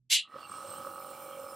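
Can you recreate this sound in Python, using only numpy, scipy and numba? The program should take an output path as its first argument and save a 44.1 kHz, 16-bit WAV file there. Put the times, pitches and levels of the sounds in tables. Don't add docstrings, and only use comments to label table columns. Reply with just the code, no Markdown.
import sys
import numpy as np
from scipy import signal
from scipy.io import wavfile
from scipy.ndimage import uniform_filter1d
from numba import njit

SR = 44100
rng = np.random.default_rng(int(sys.argv[2]) if len(sys.argv) > 2 else 0)


def field_ratio(decibels):
    return 10 ** (np.asarray(decibels, dtype=float) / 20)


def inscribe(sig):
    pcm = np.round(np.clip(np.atleast_2d(sig).T, -1, 1) * 32767)
    wavfile.write(sys.argv[1], SR, pcm.astype(np.int16))


N = 68355


def level(x, db):
    return x * field_ratio(db) / np.sqrt(np.mean(x ** 2))


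@njit
def svf(x, hz, width):
    y, b, l = np.empty(len(x)), 0., 0.
    g, k = np.tan(np.pi * hz / SR), width / hz
    for i in range(len(x)):
        v = (b + g * (x[i] - l)) / (1 + g * (g + k))
        b, l, y[i] = 2 * v - b, l + 2 * g * v, k * v
    return y


def walk(rate):
    hold = int(SR / rate)
    steps = np.repeat(rng.standard_normal(N // hold + 1), hold)
    return 1.01 * uniform_filter1d(uniform_filter1d(steps, hold), hold)[:N]


def curve(table, axis):
    rows = np.array(table)
    return np.interp(np.arange(N) / SR, rows[:, 0], rows[:, axis])


def bump(t, at_s, spread_s):
    return np.exp(-.5 * ((t - at_s) / spread_s) ** 2)


def sine(t, hz):
    return np.sin(2 * np.pi * hz * t)


def band(hz, width, wide_db):
    def steep(x):
        x = svf(x, float(hz), 1.38 * width)
        for _ in range(2):
            x = svf(x, float(hz), 2. * width)
        return x
    mid, side = (level(steep(rng.standard_normal(N)), 0) for _ in range(2))
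    return mid + field_ratio(wide_db) * side * np.array([[1], [-1]])


def wide(hz, top_db):
    return top_db + 6 * min(np.log2(hz / 12000), 0)


def ring(x, modes, order=1):
    out = 0
    for k, (hz, width, db) in enumerate(modes):
        out = out + (-1) ** (k * order) * field_ratio(db) * svf(x, float(hz), float(width))
    return level(out, 0)


# (time [s], level
# [dB])
SNAP = [
    (.092, -100),
    (.101, -37.5),
    (.115, -28),
    (.134, -22),
    (.165, -28),
    (.2, -34),
    (.233, -49),
    (.262, -60.5),
    (.3, -77),
]
# (frequency [Hz], width [Hz], level [dB], extra fade [dB/s])
SNAP_BODY = [(914, 250, -36, 241.5), (1620, 200, -28.5, 297), (2214, 430, -9.5, 80.5), (2850, 380, -3, -26),
             (3420, 760, -2, -11), (4076, 200, -4.5, 17), (4610, 490, -4.5, 132), (5460, 750, -9, 203),
             (6080, 1200, -7, 232.5), (7500, 1520, -4.5, 137), (9970, 1140, -9.5, 190),
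             (11300, 2100, -12.5, 441.5), (13130, 1800, -18.5, 646), (15000, 790, -32, 897)]
# (frequency [Hz], width [Hz], level [dB])
SNAP_RINGS = [(2780, 27, -10), (3000, 34, -11.5), (3884, 37, -11.5), (4110, 23, -14), (5000, 24, -37),
              (5155, 16, -16), (6436, 22, -11), (8190, 19, -16)]


def switch(t):
    snap_s, crack_db, scrape_db = .15, 3, 1.0
    after, rows = np.clip(t - snap_s, 0, 1), np.array(SNAP_BODY)
    out = 0
    for hz, width, db in [row[:3] for row in SNAP_BODY] + SNAP_RINGS:
        fade_db = np.interp(hz, rows[:, 0], rows[:, 3]) * after
        if hz > 11000:
            fade_db = fade_db + 900 * np.clip(t - .18, 0, 1)
        out = out + band(hz, width, wide(hz, -3)) * field_ratio(db - fade_db)
    out = np.array([side - svf(side, 8540., 440.) for side in out])
    crack = crack_db * bump(t, snap_s - .00029, .0012)
    out = out * field_ratio(scrape_db * walk(300) + curve(SNAP, axis=1) + crack)
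    out = out * (t > SNAP[0][0]) * (t < SNAP[-1][0])
    return level(out, -27.3 + 10 * np.log10(.19375 * SR / N))


CRANK_HZ = 45.41


def strokes(delay, scatter_db, soft_s):
    stroke_s, jitter_s = 1.0462, .00004
    chance = rng.standard_normal((70, 2))
    at = stroke_s + (np.arange(-47, 23) + delay) / CRANK_HZ + jitter_s * chance[:, 0]
    x = np.zeros(N)
    np.add.at(x, np.clip(at * SR, 0, N - 1).astype(int), field_ratio(scatter_db * chance[:, 1]))
    return np.convolve(x, np.hanning(int(soft_s * SR) + 3), "same") + 1e-18


RATTLE_DB = -11
# (time [s], valve slap [dB], housing knock [dB], air flow [dB])
PUMP = [(.2, -104, -74, -61.5), (.244, -65.5, -98, -54), (.324, -56, -67, -66.5), (.33, -48.5, -75, -63.5),
        (.36, -48, -40.5, -64.5), (.385, -47.5, -63, -53.5), (.444, -52.5, -66.5, -61),
        (.49, -56, -91, -62.5), (.495, -46, -65, -57), (.62, -47, -51.5, -57.5), (.65, -50.5, -46, -57.5),
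        (.73, -45, -54, -56), (.79, -49.5, -49, -59.5), (.85, -44, -50, -58.5), (.94, -47.5, -53, -60.5),
        (1.12, -48.5, -47.5, -59.5), (1.16, -50.5, -50.5, -60), (1.39, -50.5, -46.5, -61)]
# (frequency [Hz], width [Hz], level [dB])
VALVE = [(1139, 39, 2), (1174, 20, 3.5), (1275.8, 16, 12), (1244, 24, 0), (1056, 34, -8), (1216, 55, -1.5),
         (1430, 16, -20)]


def valve(slaps, rattle):
    hit = ring(svf(slaps, 1207.0, 257.0), VALVE, order=0)
    return (hit + field_ratio(RATTLE_DB) * ring(rattle, VALVE)) * field_ratio(curve(PUMP, axis=1))


# (frequency [Hz], width [Hz], level [dB])
HOUSING = [(548.2, 18.5, 2.5), (590, 33, -4.5), (514, 24, -4)]
# (time [s], extra level [dB])
HARD_KNOCKS = [(.65, 4), (.712, 8), (.735, 7), (.82, 1), (.868, 9), (.89, 1.5), (.982, 3), (1.068, 3.5),
               (1.11, 1.5), (1.26, 6.5), (1.31, 3.5), (1.35, 3), (1.371, 1), (1.395, 5.5), (1.44, 2),
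               (1.485, -1)]


def housing(t, knocks, rattle):
    hard_db = sum(db * bump(t, s, .008) for s, db in HARD_KNOCKS)
    hit = ring(svf(knocks, 548.0, 115.0), HOUSING)
    return (hit + field_ratio(RATTLE_DB) * ring(rattle, HOUSING)) * field_ratio(curve(PUMP, axis=2) - 3.0 + hard_db)


# (frequency [Hz], width [Hz], level [dB])
CASE = [(159, 39, -5), (321, 34, 3.5), (767, 66, 1), (850, 160, -1)]


def case(strikes, rattle):
    return (ring(strikes, CASE) + field_ratio(2.5) * ring(rattle, CASE)) * field_ratio(-63.5 + 1.5 * walk(12.13))


MAINS_HZ = 100
# (time [s], level [dB])
MAINS = [(0.3, -75), (0.42, -72), (0.584, -67), (0.634, -80), (0.696, -60.5), (0.744, -76), (0.766, -66),
         (0.818, -68), (0.852, -78), (0.902, -64), (0.974, -79), (1.02, -71), (1.058, -75), (1.368, -73),
         (1.382, -81), (1.448, -65), (1.486, -87), (1.55, -72)]
# (multiple of the crank rate, level [dB])
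WHINE = [(5, -73.5), (6, -70.5), (17, -61.5), (18, -65.5), (19, -65.5), (22, -68), (24, -61), (31, -64.5),
         (33, -71.5)]


def motor(t):
    mains = sine(t, MAINS_HZ) * np.sqrt(2) * field_ratio(curve(MAINS, axis=1) - 1.5)
    whine = 0
    for multiple, db in WHINE:
        phase = 2 * np.pi * rng.random()
        whine = whine + field_ratio(db + 2.3 * walk(12)) * np.sin(2 * np.pi * multiple * CRANK_HZ * t + phase)
    return mains + whine


# (time [s], level [dB])
THUDS = [(0.292, -65), (0.355, -49), (0.509, -50), (.56, -64), (0.701, -48.5), (0.799, -50.5), (.87, -75),
         (.98, -82), (1.26, -79), (1.395, -68), (1.45, -63)]


def table_thuds(t, rattle):
    thuds = sum(field_ratio(db) * bump(t, s, .0092) for s, db in THUDS)
    top = ring(rattle, [(162, 33, 11.2), (290, 144, 7.1)])
    return thuds * (.078 * sine(t, MAINS_HZ) + .44 * top)


def pump(t):
    strong, weak = strokes(0, 1.8, .0003), strokes(.5, 1.5, .0003)
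    slaps = strong + field_ratio(-24) * weak
    knocks = strokes(.62, 1.3, .0005)
    rattle = rng.standard_normal(N) * field_ratio(.95 * walk(90))
    starts = np.clip((t - .19) / .042, 0, 1)
    up = np.clip((t - .2) / .42, 0, 1) ** 1.37
    hits = valve(slaps, rattle) + housing(t, knocks, rattle)
    return hits * starts + up * (case(knocks + slaps, rattle) + motor(t)) + table_thuds(t, rattle)


# (frequency [Hz], level per Hz [dB])
AIR = [(41, -54), (70, -19), (412, -18), (541, -7), (934, -19), (1280, 0.5), (1610, -24), (8470, -25),
       (16000, -28.5)]
# (frequency [Hz], width [Hz], level [dB])
JET = [(2310, 89, -14), (2808, 195, -10), (3140, 600, -10.5), (4155, 330, -12), (5274, 82, -10.5),
       (6030, 92, -19), (7406, 380, -10), (8320, 140, -4.5), (9146, 660, -3.5), (10720, 210, -11),
       (11510, 220, -12), (13740, 250, -3.5), (14670, 250, -9.5), (15500, 1100, -9.5)]


def jet_flow(t):
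    def late(hz):
        rise_s = .094 + .31 * max(np.log2(hz / 4000), 0)
        return np.clip((t - .27) / rise_s, 0, 1)
    rows, out = np.array(AIR), 0
    for hz in 90 * 2 ** np.arange(0, 7.6, .4):
        db = np.interp(np.log(hz), np.log(rows[:, 0]), rows[:, 1]) + 10 * np.log10(hz / 1000)
        out = out + band(hz, hz / 4.6, wide(hz, -7)) * field_ratio(6.5 + db + 1.5 * walk(12.3)) * late(hz)
    for hz, width, db in JET:
        whistle = band(hz, max(width, hz / 42), wide(hz, -7))
        out = out + whistle * field_ratio(.5 + db + 3 * walk(22.13)) * late(hz)
    flow_db = uniform_filter1d(np.where(t > .36, curve(PUMP, axis=3), -60.), size=2500)
    return out * field_ratio(flow_db)


# (time [s], length [s], level [dB])
SQUEALS = [
    (0.462, 0.037, -60),
    (0.493, 0.0087, -51),
    (0.522, 0.013, -48),
    (0.56, 0.035, -52),
    (0.602, 0.017, -57),
    (0.703, 0.027, -50),
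    (0.724, 0.04, -51),
    (0.773, 0.016, -53.5),
    (1.11, 0.025, -54.5),
    (1.397, 0.014, -57),
]
# (time [s], length [s], frequency [Hz], level [dB])
FLARES = [(0.337, 0.07, 1900, -65.5), (0.447, 0.024, 2785, -53.5), (0.436, 0.043, 4480, -60.5),
          (0.587, 0.025, 5405, -66), (0.773, 0.064, 3060, -62), (1.026, 0.021, 2310, -61),
          (1.145, 0.033, 2310, -60.5), (1.229, 0.042, 2310, -63), (1.335, 0.039, 3160, -61),
          (1.303, 0.084, 2310, -64), (1.37, 0.037, 2310, -62.5), (1.47, 0.063, 2310, -66),
          (1.5, 0.036, 5190, -61.5)]


def jet_bursts(t):
    squeal = sum(field_ratio(db) * bump(t, s, .5 * length) for s, length, db in SQUEALS)
    flares = 0
    for s, length, hz, db in FLARES:
        flares = flares + field_ratio(db) * bump(t, s, .55 * length) * band(hz, 180, -32)
    return flares + squeal * band(8300, 147, -22)


def room(t):
    hum = sine(t, 126) * field_ratio(-73 + 1.8 * walk(25)) * np.clip((.17 - t) / .013 + 1, 0, 1)
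    buzz = (band(558, 155, -32.5) + .5 * band(250, 70, -36.5)) * field_ratio(-83 + 4.2 * walk(40))
    buzz = buzz * np.clip((t - .1) / .01, 0, 1)
    rumble = field_ratio(-81.5) * band(170, 70, -35) + field_ratio(-91) * band(37, 65, -38.5)
    return hum + buzz + rumble


def scene():
    t = np.arange(N) / SR
    def pan(db):
        return field_ratio(np.array([[db], [-db]]) / 2)
    machine = pump(t) + jet_flow(t) + jet_bursts(t) + room(t)
    return switch(t) * pan(-.7) + machine * pan(-3.8)


def top_cut(x):
    return signal.sosfilt(signal.butter(12, 16170, fs=SR, output="sos"), x)


def record(dry):
    return top_cut(dry)


dry = scene()
out = record(dry)
inscribe(out)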